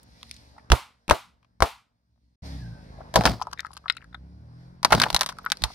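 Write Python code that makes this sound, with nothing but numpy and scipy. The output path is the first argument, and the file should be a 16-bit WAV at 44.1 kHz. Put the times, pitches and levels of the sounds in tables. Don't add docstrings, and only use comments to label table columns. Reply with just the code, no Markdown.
import sys
import numpy as np
from scipy import signal
from scipy.fft import rfft, irfft, next_fast_len
from scipy.io import wavfile
from scipy.ndimage import uniform_filter1d, map_coordinates

SR = 44100
rng = np.random.default_rng(int(sys.argv[2]) if len(sys.argv) > 2 else 0)


def put_to_file(sound):
    columns = np.atleast_2d(sound).T
    safe = np.clip(columns, -1, 1)
    whole_steps = np.round(safe * 32767)
    wavfile.write(sys.argv[1], SR, whole_steps.astype(np.int16))


def level_to_linear(level):
    exponent = np.asarray(level, float) / 20
    return 10 ** exponent


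N = 253134
SHOT_ENDS_S, SHOT_STARTS_S = 2.358, 2.421
BLOW_LAG = 3
SIDES = np.array([[0.5], [-0.5]])

# f/Hz, level/dB
IDLING_TONE = [(13, -48.5), (22, -21), (38, -14), (64, 7), (90, -1.5), (125, 1), (150, -6), (180, -2.5),
               (205, -8.5), (228, -3), (285, -8.5), (390, -26), (500, -24), (650, -56.5), (1100, -120)]
# f/Hz, level/dB
PULLING_TONE = [(13, -33.5), (22, -32.5), (54, 0), (72, 7), (98, -5.5), (124, 1), (150, -4.5), (178, -3),
                (211, -10), (281, -11), (365, -22.5), (500, -33), (650, -53.5), (1100, -120)]
# f/Hz, level/dB
DRONE_TONE = [(250, -35.5), (420, -6.5), (516, -6), (944, -7.5), (1250, -14.5), (1600, -12), (2150, -22),
              (2800, -31), (3640, -39.5), (6160, -120)]
# f/Hz, level/dB
FAN_TONE = [(1180, -26), (1900, -3), (2900, -10), (4100, 0), (5200, -1), (7300, -17.5), (10000, -15),
            (12500, -23), (15000, -30.5)]
# f/Hz, level/dB
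PIPE_TONE = [(40, -120), (70, -40), (98, -5), (112, 0), (130, -1.5), (150, -8), (175, -11), (230, -38),
             (500, -120)]
# f/Hz, likeness/0..1
LIKENESS = [(60, 1), (240, 0.39), (950, 0.61), (3770, 0.44), (15000, 0.055)]
# t/s, f/Hz
FIRING_RATE = [(1.5, 23.3), (1.85, 21.6), (2.36, 21.8), (2.42, 37.4), (2.49, 34.7), (2.67, 28.7),
               (2.76, 26.9), (2.98, 26), (3.4, 24.3), (3.8, 23.2), (4.05, 26.8), (4.18, 32.4), (4.38, 37),
               (4.65, 42.4), (4.82, 43.9), (5.74, 47)]
# t/s, exhaust level/dB, fan level/dB, drone level/dB
CAR_PASSING = [(0, -58, -70.5, -66), (.34, -59.5, -57, -67.5), (.69, -57.5, -74, -63.5),
               (1.0, -73.5, -80, -76.5), (1.35, -68, -86, -77.5), (1.75, -68.5, -88, -85),
               (1.9, -77, -90, -82.5), (2.1, -75.5, -90.5, -89), (2.25, -70.5, -86, -90),
               (2.36, -69.5, -86.5, -88.5)]
CAR_CREEPING = [(2.42, -44.5, -71.5, -61.5), (2.46, -43, -50.5, -52), (2.58, -41.5, -56, -57),
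                (2.7, -45.5, -63, -59), (2.78, -47, -65.5, -57.5), (3.1, -47.5, -67, -55),
                (3.8, -61.5, -73, -68.5), (4.2, -52, -77, -68.5), (4.48, -52, -76.5, -68),
                (4.63, -52, -70, -63.5), (4.82, -52.5, -77.5, -66.5), (5.35, -53.5, -66.5, -57.5),
                (5.6, -57, -60.5, -59), (5.74, -55, -49.5, -58)]
# t/s, level/dB
THROTTLE_BOOM = [(2.42, -45), (2.54, -53), (2.66, -41), (2.735, -41), (2.775, -66.5), (4.15, -70.5),
                 (4.35, -52), (4.56, -54), (4.8, -66)]
# t/s, f/Hz, level/dB
BELT_SQUEAL = [(2.44, 2000, -80), (2.52, 1915, -65), (2.58, 1800, -72), (2.63, 1690, -64),
               (2.68, 1550, -62), (2.8, 1540, -63), (2.84, 1480, -74), (2.95, 1440, -90)]

# t/s, level/dB, body f/Hz, crack over body/dB, left-right/dB
TREAD_GRIT = [
    (.03, -51, 9500, -6, -1),
    (.229, -44, 2000, 7, 2),
    (.3115, -40, 3500, 7, -2),
    (.341, -48, 5000, -2, -3),
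    (.364, -46, 4200, -2, 3),
    (.7175, -9, 2900, -12, -1),
    (1.0968, -23.5, 900, -12, 0),
    (1.0967, -16, 2414, -0.5, -2),
]
DISTANT_GRIT = [
    (1.4455, -59.5, 2320, -7.5, 6.3),
    (1.446, -59.5, 1170, -21, 2.3),
    (2.176, -72, 900, -12, 9.5),
]
# f/Hz, level/dB
CRACK_TONE = [(1060, -25), (1800, -8.5), (2500, -15), (3840, -4), (6070, -9.5), (7560, -21.5), (8280, -12),
              (11700, -21.5), (14300, -28.5), (16000, -38)]
# t/s, level/dB, f/Hz,
# length/cycles, left-right/dB
EDGE_SNAPS = [(.2312, -42, 1100, 1.8, 2), (.2308, -34, 3450, 3, 2), (.3132, -37, 2300, 2.2, -2),
              (.313, -28, 5150, 4, -5), (.3128, -31, 9400, 5, 2), (3.2552, -7, 4800, .7, 1),
              (3.6055, -21, 5000, .7, 14), (3.6056, -33, 11000, 1, 14), (4.8505, -14, 5000, 5, 0),
              (5.0002, -8, 3700, 1.6, 0), (5.0004, -17, 8700, 2.5, 5), (5.0187, -7, 4750, 2.2, 0),
              (5.0189, -19, 9000, 2, 5), (5.0355, -10, 3100, .8, .6), (5.1026, -12, 3700, .7, 1.5),
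              (5.1462, -6, 4100, .7, .6), (5.1464, -20, 9500, 1.5, 5), (5.1648, -9, 4200, 2, -1.1),
              (5.2098, -24, 11000, 3, 5), (5.4512, -33, 12500, 4, 0), (5.5192, -2.5, 4300, .7, 3),
              (5.5195, -16, 8500, 1.6, 5), (5.6384, -5, 4100, 1.3, 0), (5.6387, -16, 8200, 1.8, 5),
              (3.1712, -8, 750, .7, 1), (3.2105, -15, 1900, .6, 1), (3.4268, -29, 6000, 1.2, 0),
              (3.8996, -7, 2700, .6, 12), (3.9235, -40, 7500, .8, 11), (3.9685, -35, 8000, .7, 8),
              (5.0388, -8, 2600, .8, 1), (5.091, -32, 3800, 1.5, 1), (5.2096, -10, 4200, .6, 2),
              (5.2335, -19, 3300, .8, 1), (5.2625, -19, 4000, .7, 1), (5.2897, -23, 3800, .7, 1)]

# f/Hz, level/dB
PIECE_TONE = [(1290, -14), (2200, -13.5), (3170, -4.5), (3870, -6), (4420, -0.5), (5000, 2), (6110, -13),
              (11100, -13.5), (16000, -53)]
# t/s, level/dB, body f/Hz, crack over body/dB
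BOUNCED_PIECES = [(3.414, -12.5, 1030, -25), (3.421, -21, 1000, -10), (3.469, -16, 940, -30.5),
                  (3.481, -29.5, 920, -37.5), (3.528, -23.5, 1150, -15), (3.531, -19.5, 1274, -10),
                  (3.592, -12.5, 1830, -32), (3.599, -22, 1750, -25.5), (3.606, -30, 1740, -17),
                  (3.647, -17.5, 1310, -32), (3.659, -33, 1350, -13.5), (3.666, -25.5, 1490, -17.5),
                  (3.705, -36, 1050, -29), (3.715, -42, 960, -10), (3.732, -38, 1190, -6),
                  (3.767, -24.5, 1210, -12), (3.774, -40, 1117, 1.5), (3.857, -21, 1220, -55),
                  (3.864, -28.5, 1137, -36), (3.898, -4.5, 1884, -26), (3.905, -40.5, 1640, 4.5),
                  (3.923, -61, 2160, 14.5), (3.967, -29, 1400, -15.5), (3.98, -34, 2200, -25),
                  (4.006, -44, 1510, -25), (4.016, -36, 2300, -32), (4.023, -33, 1620, -29),
                  (4.042, -34, 1620, -17), (4.144, -19.5, 1468, -28.5), (4.143, -35.5, 820, -25),
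                  (4.151, -40, 1500, -23)]
TYRE_KNOCKS = [(.564, -41, 885, -47), (0.579, -35, 870, -28), (.58, -36, 1330, -24),
               (.583, -38, 1960, -22), (.595, -40.5, 1790, -30), (1.109, -6, 621, -40.5),
               (1.6215, -16.5, 641, -42), (2.985, -36, 650, -35), (3.005, -25, 650, -40),
               (3.006, -32, 980, -42), (3.013, -38, 1430, -39), (5.319, -29, 1090, -21),
               (5.324, -27, 1420, -15), (5.385, -22.5, 1240, -14), (5.391, -31, 1210, -19),
               (5.45, -53.5, 1320, 7.5), (5.461, -7, 1395, -27), (5.468, -19, 1420, -37),
               (5.57, -45.5, 1590, 11.5), (5.682, -36, 1030, -34), (5.702, -29.5, 950, -30)]
THIN_SPLINTERS = [(3.427, -33, 5940, -33), (3.731, -45, 7160, -6), (3.735, -40, 10600, -12),
                  (3.8981, -8, 3775, -27.5), (3.8977, -17.5, 4940, -21.5), (3.9, -12.5, 1410, -29),
                  (3.922, -33.5, 4940, -16.5), (3.593, -24, 3700, -27), (3.968, -28, 2720, -24),
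                  (3.97, -31, 3920, -22), (4.146, -31, 3710, -28), (5.163, -33, 4050, -9)]

# t/s, level/dB, body f/Hz, time to fall 60 dB/s, left-right/dB
BALLOON_BURSTS = [
    (0.718, 4, 1228, 0.0091, -0.4),
    (1.1089, 5, 967, 0.026, 4.5),
    (1.6215, 5, 1064, 0.02, 8.5),
]
# f/Hz, time to fall 60 dB/s
UNDERBODY_LIFE = [(200, .08), (500, .15), (900, .36), (1500, .42), (4000, .4), (8000, .36), (12000, .31),
                  (16000, .24)]
# f/Hz, level/dB
BANG_ECHO_TONE = [(120, -50), (200, -13.5), (283, -17.5), (400, -17), (560, -8), (750, -2), (1080, -1),
                  (1420, -5.5), (1560, -12), (3970, -16.5), (6760, -25), (10500, -25.5), (16000, -31)]
# f/Hz, level/dB, swell/s, growth of swell with slowness
GAP_MODES = [(59.4, -0.2, 0.0063, 0.95), (115, -6.5, 0.0095, 1), (185.1, 1.5, 0.0042, 0.039),
             (289, -0.5, 0.0024, 0.054)]
# t/s, level/dB, tilt per mode/dB, slowness/s, left-right/dB
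AIR_PUFFS = [
    (0.7202, -5.5, -7, -.0006, -5),
    (1.0972, -27, 1, .0003, 1),
    (1.107, -18, -8, .0005, 15),
    (1.621, -14.5, -12.5, .0005, 4.5),
    (3.16, -25.5, 5, .014, 0),
    (3.257, -24, 1, .017, 3),
    (4.922, -28, 3.5, .012, -2),
    (5.142, -35, -2.5, 0.00018, -30.5),
    (5.635, -29.5, -5.5, -0.0046, -17.5),
]

# t/s, level/dB, sag/dB per s, length/s
CUP_CRUSH = [
    (3.153, -23.5, 119, 0.093),
    (3.252, -16.5, 232, 0.94),
    (4.846, -34, 123, 0.068),
    (4.918, -24.5, 73.5, 0.24),
]
# f/Hz, level/dB
WALL_TONE = [(59, -29.5), (100, 1), (184, -0.5), (482, -15.5), (620, -5.5), (2750, -27.5), (2990, -26),
             (4940, -18.5), (6480, -33.5), (15000, -41.5)]
# t/s, level/dB, body f/Hz, crack over body/dB, time to fall 60 dB/s
FIRST_CUP_BREAKS = [(3.157, 1.5, 668, -10, 0.051), (3.157, -8, 1800, -21.5, 0.02),
                    (3.2545, -8, 1800, -19.5, .03), (3.163, -10.5, 604, -19.5, 0.017),
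                    (3.17, -8.5, 527, -35, 0.1), (3.208, -11, 730, -18.5, 0.069),
                    (3.24, -13, 605, -29.5, 0.027), (3.2535, -5.5, 862, -8.5, 0.059),
                    (3.261, -6.5, 920, -6.5, 0.025), (3.272, -12, 1650, -17.5, 0.04),
                    (3.282, -15, 676, -19, 0.024), (3.295, -19, 565, -10, 0.021),
                    (3.296, -22.5, 1780, -18, 0.01), (3.317, -25.5, 1700, -10.5, 0.017)]
SECOND_CUP_BREAKS = [(4.847, 1, 1097, -9.5, 0.033), (4.848, -14, 565, -30, 0.035),
                     (4.922, 0.5, 885, -13, 0.049), (4.9242, -17.5, 600, -7, 0.04),
                     (4.927, -1, 1405, -13, 0.033), (4.936, -7, 624, -18, 0.074),
                     (4.943, -12, 820, -33.5, 0.015), (4.949, -7.5, 900, -10, 0.023),
                     (4.977, -17, 900, -29, 0.024), (4.98, -34.5, 620, -10, 0.022),
                     (4.996, -23, 1600, -27, 0.017), (4.999, -13, 1612, -3, 0.036),
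                     (5.0143, -6, 1083, -38, 0.022), (5.017, -9, 1555, -2.5, 0.042),
                     (5.034, -11.5, 1028, -11.5, 0.057), (5.037, -5, 1640, -13.5, 0.021),
                     (5.056, -19, 820, -18, 0.045), (5.063, -14, 870, -32, 0.042),
                     (5.1015, -17.5, 974, -2.5, 0.03)]
CUP_FLATTENS = [(5.145, -11.5, 800, 1.5, 0.036), (5.161, -14.5, 1070, -20.5, 0.037),
                (5.184, -27, 900, -24, .03), (5.163, -19.5, 1020, 6, 0.036), (5.209, -11, 1030, 1, 0.019),
                (5.213, -16.5, 1220, -10.5, 0.014), (5.215, -11, 1074, -7, 0.039),
                (5.22, -20, 1010, -8, 0.006), (5.2314, -21, 1010, -2.5, 0.031),
                (5.236, -25.5, 950, -23, 0.035), (5.261, -24, 1140, 1, 0.045),
                (5.289, -22, 1107, -4, 0.065), (5.5183, -13.5, 1540, -1, 0.028),
                (5.523, -23, 1620, -4.5, .03), (5.6378, -16.5, 810, 2.5, 0.027),
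                (5.641, -24, 1100, 1, 0.053), (5.646, -28, 898, -10.5, 0.13)]


def unit(x):
    return x / np.sqrt(np.mean(x ** 2) + 1e-20)


def along(points, hz):
    f, v = np.transpose(points)
    return np.interp(np.log(hz + 1), np.log(f + 1), v)


def curves(rows):
    s, *columns = np.transpose(rows)
    return [np.interp(np.arange(N) / SR, s, column) for column in columns]


def wobble(rate):
    knots = rng.standard_normal(int(N * rate / SR) + 4)
    return map_coordinates(knots, [np.arange(N) * rate / SR])


def add_at(out, start, sound):
    out[:, start:][:, :sound.shape[-1]] += sound


def coloured(x, spectrum):
    length = x.shape[-1]
    m = 2 * next_fast_len(length // 2 + min(4096, length // 4))
    gain = level_to_linear(along(spectrum, np.fft.rfftfreq(m, 1 / SR))) + 1e-5
    cepstrum = irfft(np.log(gain), m)
    cepstrum[1:m // 2] *= 2
    cepstrum[m // 2 + 1:] = 0
    return irfft(rfft(x, m) * np.exp(rfft(cepstrum)), m)[..., :length]


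def rush(spectrum, patchy_db):
    hz, _, z = signal.stft(rng.standard_normal((2, N + 512)), SR, nperseg=512)
    patches = uniform_filter1d(rng.standard_normal(z.shape[1:]), 6, 0)
    patches = uniform_filter1d(patches, 10, 1)
    turn = np.arccos(np.clip(along(LIKENESS, hz), -1, 1))[:, None] / 2
    mid, side = z[0] * np.cos(turn), z[1] * np.sin(turn)
    pair = np.array([mid + side, mid - side]) * level_to_linear(patchy_db * unit(patches))
    pair = signal.istft(pair, nperseg=512)[1]
    return unit(coloured(pair[:, :N], spectrum))


def exhaust(firing):
    ports = np.array([firing, firing])
    pulling = unit(unit(coloured(ports, PULLING_TONE)) + 0.4 * rush(PULLING_TONE, patchy_db=1.5))
    idling = unit(unit(coloured(ports, IDLING_TONE)) + 0.8 * rush(IDLING_TONE, patchy_db=2))
    return np.where(np.arange(N) < SHOT_STARTS_S * SR, idling, pulling)


def belt():
    hz, db = curves(BELT_SQUEAL)
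    turns = np.cumsum(hz * (1 + 0.03 * wobble(120))) / SR
    return level_to_linear(db + 2 + 4 * wobble(50)) * np.sin(2 * np.pi * turns)


def heat_shield(engine_db):
    turns = np.cumsum(277 * (1 + 0.015 * wobble(20))) / SR
    buzz = level_to_linear(2.5 * wobble(25)) * np.sin(2 * np.pi * turns)
    return level_to_linear(-55 + 3.5 * (engine_db + 43.5)) * buzz


def car():
    (rate,), (engine_db, fan_db, drone_db) = curves(FIRING_RATE), curves(CAR_PASSING + CAR_CREEPING)
    turns = np.cumsum(rate * (1 + 0.008 * wobble(14))) / SR
    firing = np.diff(np.floor(turns), prepend=0) * level_to_linear(0.7 * wobble(33))
    second_shot = np.arange(N) > SHOT_STARTS_S * SR
    breath = level_to_linear(1.5 * np.cos(2 * np.pi * turns))
    drone = level_to_linear(drone_db) * breath * rush(DRONE_TONE, patchy_db=1.6)
    boom = level_to_linear(curves(THROTTLE_BOOM)[0]) * unit(coloured(firing, PIPE_TONE)) * second_shot
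    fan = level_to_linear(fan_db) * rush(FAN_TONE, patchy_db=1.2)
    throb = level_to_linear(engine_db + 0.95 * wobble(5)) * exhaust(firing)
    left, right = throb + drone + heat_shield(engine_db) + boom + fan
    return np.array([left, np.roll(right, shift=16)]) + belt() * second_shot


def blows(table, snap, width, ring_db, rattle_db, crack_life, rise_s):
    out, t = np.zeros((2, N + SR)), np.arange(SR // 10) / SR
    draws = rng.standard_normal((len(table), 6, len(t)))
    common = np.stack([np.roll(draws[:, 3], shift=BLOW_LAG, axis=1), draws[:, 3]], axis=1)
    spits = coloured(common + 0.8 * draws[:, 4:], snap)
    for (s, db, hz, crack_db, t60, pan_db), noise, spit in zip(table, draws, spits):
        ring = np.sin(2 * np.pi * hz * (t - SIDES * BLOW_LAG / SR))
        ring = ring * level_to_linear(-60 * t / (0.52 * t60)) * (1 - np.exp(-t / rise_s))
        hump = [(hz * np.exp(k * width), -4 * k * k * (0.6 if k < 0 else 1))
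                for k in (-5, -3, -1.5, 0, 0.7, 1.5, 3, 5)]
        rattle = unit(coloured(noise[0] + 0.93 * noise[1:3], hump)) * level_to_linear(rattle_db - 60 * t / t60)
        crack = unit(spit) * (level_to_linear(-60 * t / (crack_life * t60)) + 3 * level_to_linear(-60 * t / 0.0022))
        blow = level_to_linear(ring_db) * ring + rattle + level_to_linear(crack_db - 4.5) * crack
        add_at(out, round((s + 0.001) * SR), level_to_linear(db + SIDES * pan_db) * blow)
    return out[:, :N]


def ticks(table):
    rows = [(*row[:4], 0.025, row[4]) for row in table]
    return blows(rows, CRACK_TONE, width=0.44, ring_db=0.5, rattle_db=-2, crack_life=0.6, rise_s=0.00018)


def snaps():
    out, t = np.zeros((2, N + SR)), np.arange(-128, 128) / SR
    for s, db, hz, cycles, pan_db in EDGE_SNAPS:
        swing = -np.cos(2 * np.pi * hz * t) * np.exp(-(t * hz / cycles) ** 2)
        add_at(out, round(s * SR) - 128, level_to_linear(db + SIDES * pan_db) * swing)
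    return out[:, :N]


def pieces():
    groups = [(BOUNCED_PIECES, 5.5), (TYRE_KNOCKS, 2.5)]
    knocks = [(*row, 30 / row[2], pan_db) for group, pan_db in groups for row in group]
    thin = [(*row, 0.024, 10) for row in THIN_SPLINTERS]
    return (blows(knocks, PIECE_TONE, width=0.23, ring_db=-2, rattle_db=-9.5, crack_life=0.73, rise_s=0.00078)
            + blows(thin, PIECE_TONE, width=0.065, ring_db=-1.5, rattle_db=-9, crack_life=0.8, rise_s=0.0004))


def balloons():
    tears, flaps = [], []
    for s, db, hz, t60, pan_db in BALLOON_BURSTS:
        tears.append((s, db, hz, -7.5 * np.log(t60 / 0.0018), t60, pan_db))
        flap_db = db - 12 + 0.5 * np.log(t60 / 0.019)
        flaps.append((s + 0.0024, flap_db, 650, -13, 0.12, pan_db - 6.5))
    return (blows(tears, CRACK_TONE, width=0.54, ring_db=-0.5, rattle_db=-11, crack_life=0.36, rise_s=0.0001)
            + blows(flaps, CRACK_TONE, width=0.51, ring_db=-11, rattle_db=-9.5, crack_life=0.52, rise_s=0.0014))


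def underbody(x, life):
    hz, t, z = signal.stft(rng.standard_normal((2, SR // 2)), SR, nperseg=256)
    wall = 1 + 0.7 * (t > 0.034) * (hz[:, None] > 2000)
    escape_db = 150 * t ** 2
    fade = level_to_linear(-60 * t / (life * along(UNDERBODY_LIFE, hz)[:, None]) - escape_db)
    tail = signal.istft(z * wall * fade, SR, nperseg=256)[1]
    tail = tail + 0.5 * tail[::-1]
    return signal.fftconvolve(x, tail / np.linalg.norm(tail[0]), axes=1)


def bang_echo(s, db):
    tail = coloured(underbody(np.full((2, 1), level_to_linear(db)), life=1), BANG_ECHO_TONE)
    return np.pad(tail, ((0, 0), (round(s * SR), N)))[:, :N]


def puffs():
    out, t = np.zeros((2, N + SR)), np.arange(SR // 6) / SR
    for s, db, tilt_db, slow, pan_db in AIR_PUFFS:
        for k, (hz, mode_db, quick, grows) in enumerate(GAP_MODES):
            swell = quick + grows * abs(slow)
            swing = np.sin(2 * np.pi * hz * t + np.array([[-0.2], [0.2]]))
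            swing = (t / swell * np.exp(1 - t / swell)) ** 1.35 * swing
            level_db = db + mode_db + tilt_db * min(k, 2) - (k > 2) * 900 * abs(slow)
            add_at(out, round((s + k * slow) * SR), -level_to_linear(level_db + SIDES * pan_db) * swing)
    return out[:, :N]


def crush():
    size = level_to_linear(2.5 * rng.exponential(1, (2, N)).clip(0, 4))
    happens = rng.random((2, N)) < 4000 / SR
    slips = happens * rng.choice([-1, 1], (2, N)) * size
    wall = unit(coloured(slips[0] + 0.4 * slips[1] * [[1], [-1]], WALL_TONE))
    load = 0
    for s, db, sag, length in CUP_CRUSH:
        t = (np.arange(N) / SR - s).clip(0, 1)
        bite = 1 - np.exp(-t / 0.0015)
        load = load + level_to_linear(db - sag * t - 7.5 * (t / length) ** 3) * bite
    return load * level_to_linear(1.1 * wobble(90)) * wall


def cups():
    stages = [(FIRST_CUP_BREAKS, 2), (SECOND_CUP_BREAKS, 2.5), (CUP_FLATTENS, 2)]
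    rows = [(*row, pan_db) for stage, pan_db in stages for row in stage]
    return blows(rows, CRACK_TONE, width=0.46, ring_db=-5, rattle_db=-8, crack_life=0.93, rise_s=0.000065)


def doubled(x, lead_db):
    lead = 768
    return x + level_to_linear(lead_db) * np.pad(x, ((0, 0), (0, lead)))[:, lead:]


def scene():
    cracks = cups() + snaps()
    knocks = ticks(TREAD_GRIT) + pieces()
    booms = bang_echo(0.7185, db=18.5) + bang_echo(1.11, db=15.5) + bang_echo(1.622, db=16.5)
    clatter = underbody(level_to_linear(-16.5) * cracks + level_to_linear(-14.5) * knocks, life=0.22)[:, :N]
    clatter_tone = [(300, 6), (1200, -0.5), (5000, -8), (8000, -20.5), (16000, -29)]  # f/Hz, level/dB
    echoes = booms + coloured(clatter, clatter_tone)
    loud = balloons() + cracks + knocks + crush() + echoes
    steady = doubled(car(), lead_db=-3) + doubled(ticks(DISTANT_GRIT), lead_db=-1.5)
    return doubled(loud, lead_db=-18.5) + doubled(puffs(), lead_db=-9.5) + steady


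def low_pass(x):
    return signal.sosfilt(signal.butter(12, 16520, fs=SR, output="sos"), x)


def record(dry):
    t = np.arange(N) / SR
    shots = np.clip((SHOT_ENDS_S - t) / 0.004, 0, 1) + np.clip((t - SHOT_STARTS_S) / 0.003, 0, 1)
    x = (dry + level_to_linear(-99) * rng.standard_normal(dry.shape)) * shots
    x = x / (1 + np.abs(x) ** 8) ** (1 / 8)
    x = signal.sosfiltfilt(signal.butter(12, 15950, fs=SR, output="sos"), x)
    mix = np.clip(x, -1, 1)
    return low_pass(mix)


dry = scene()
out = record(dry)
put_to_file(out)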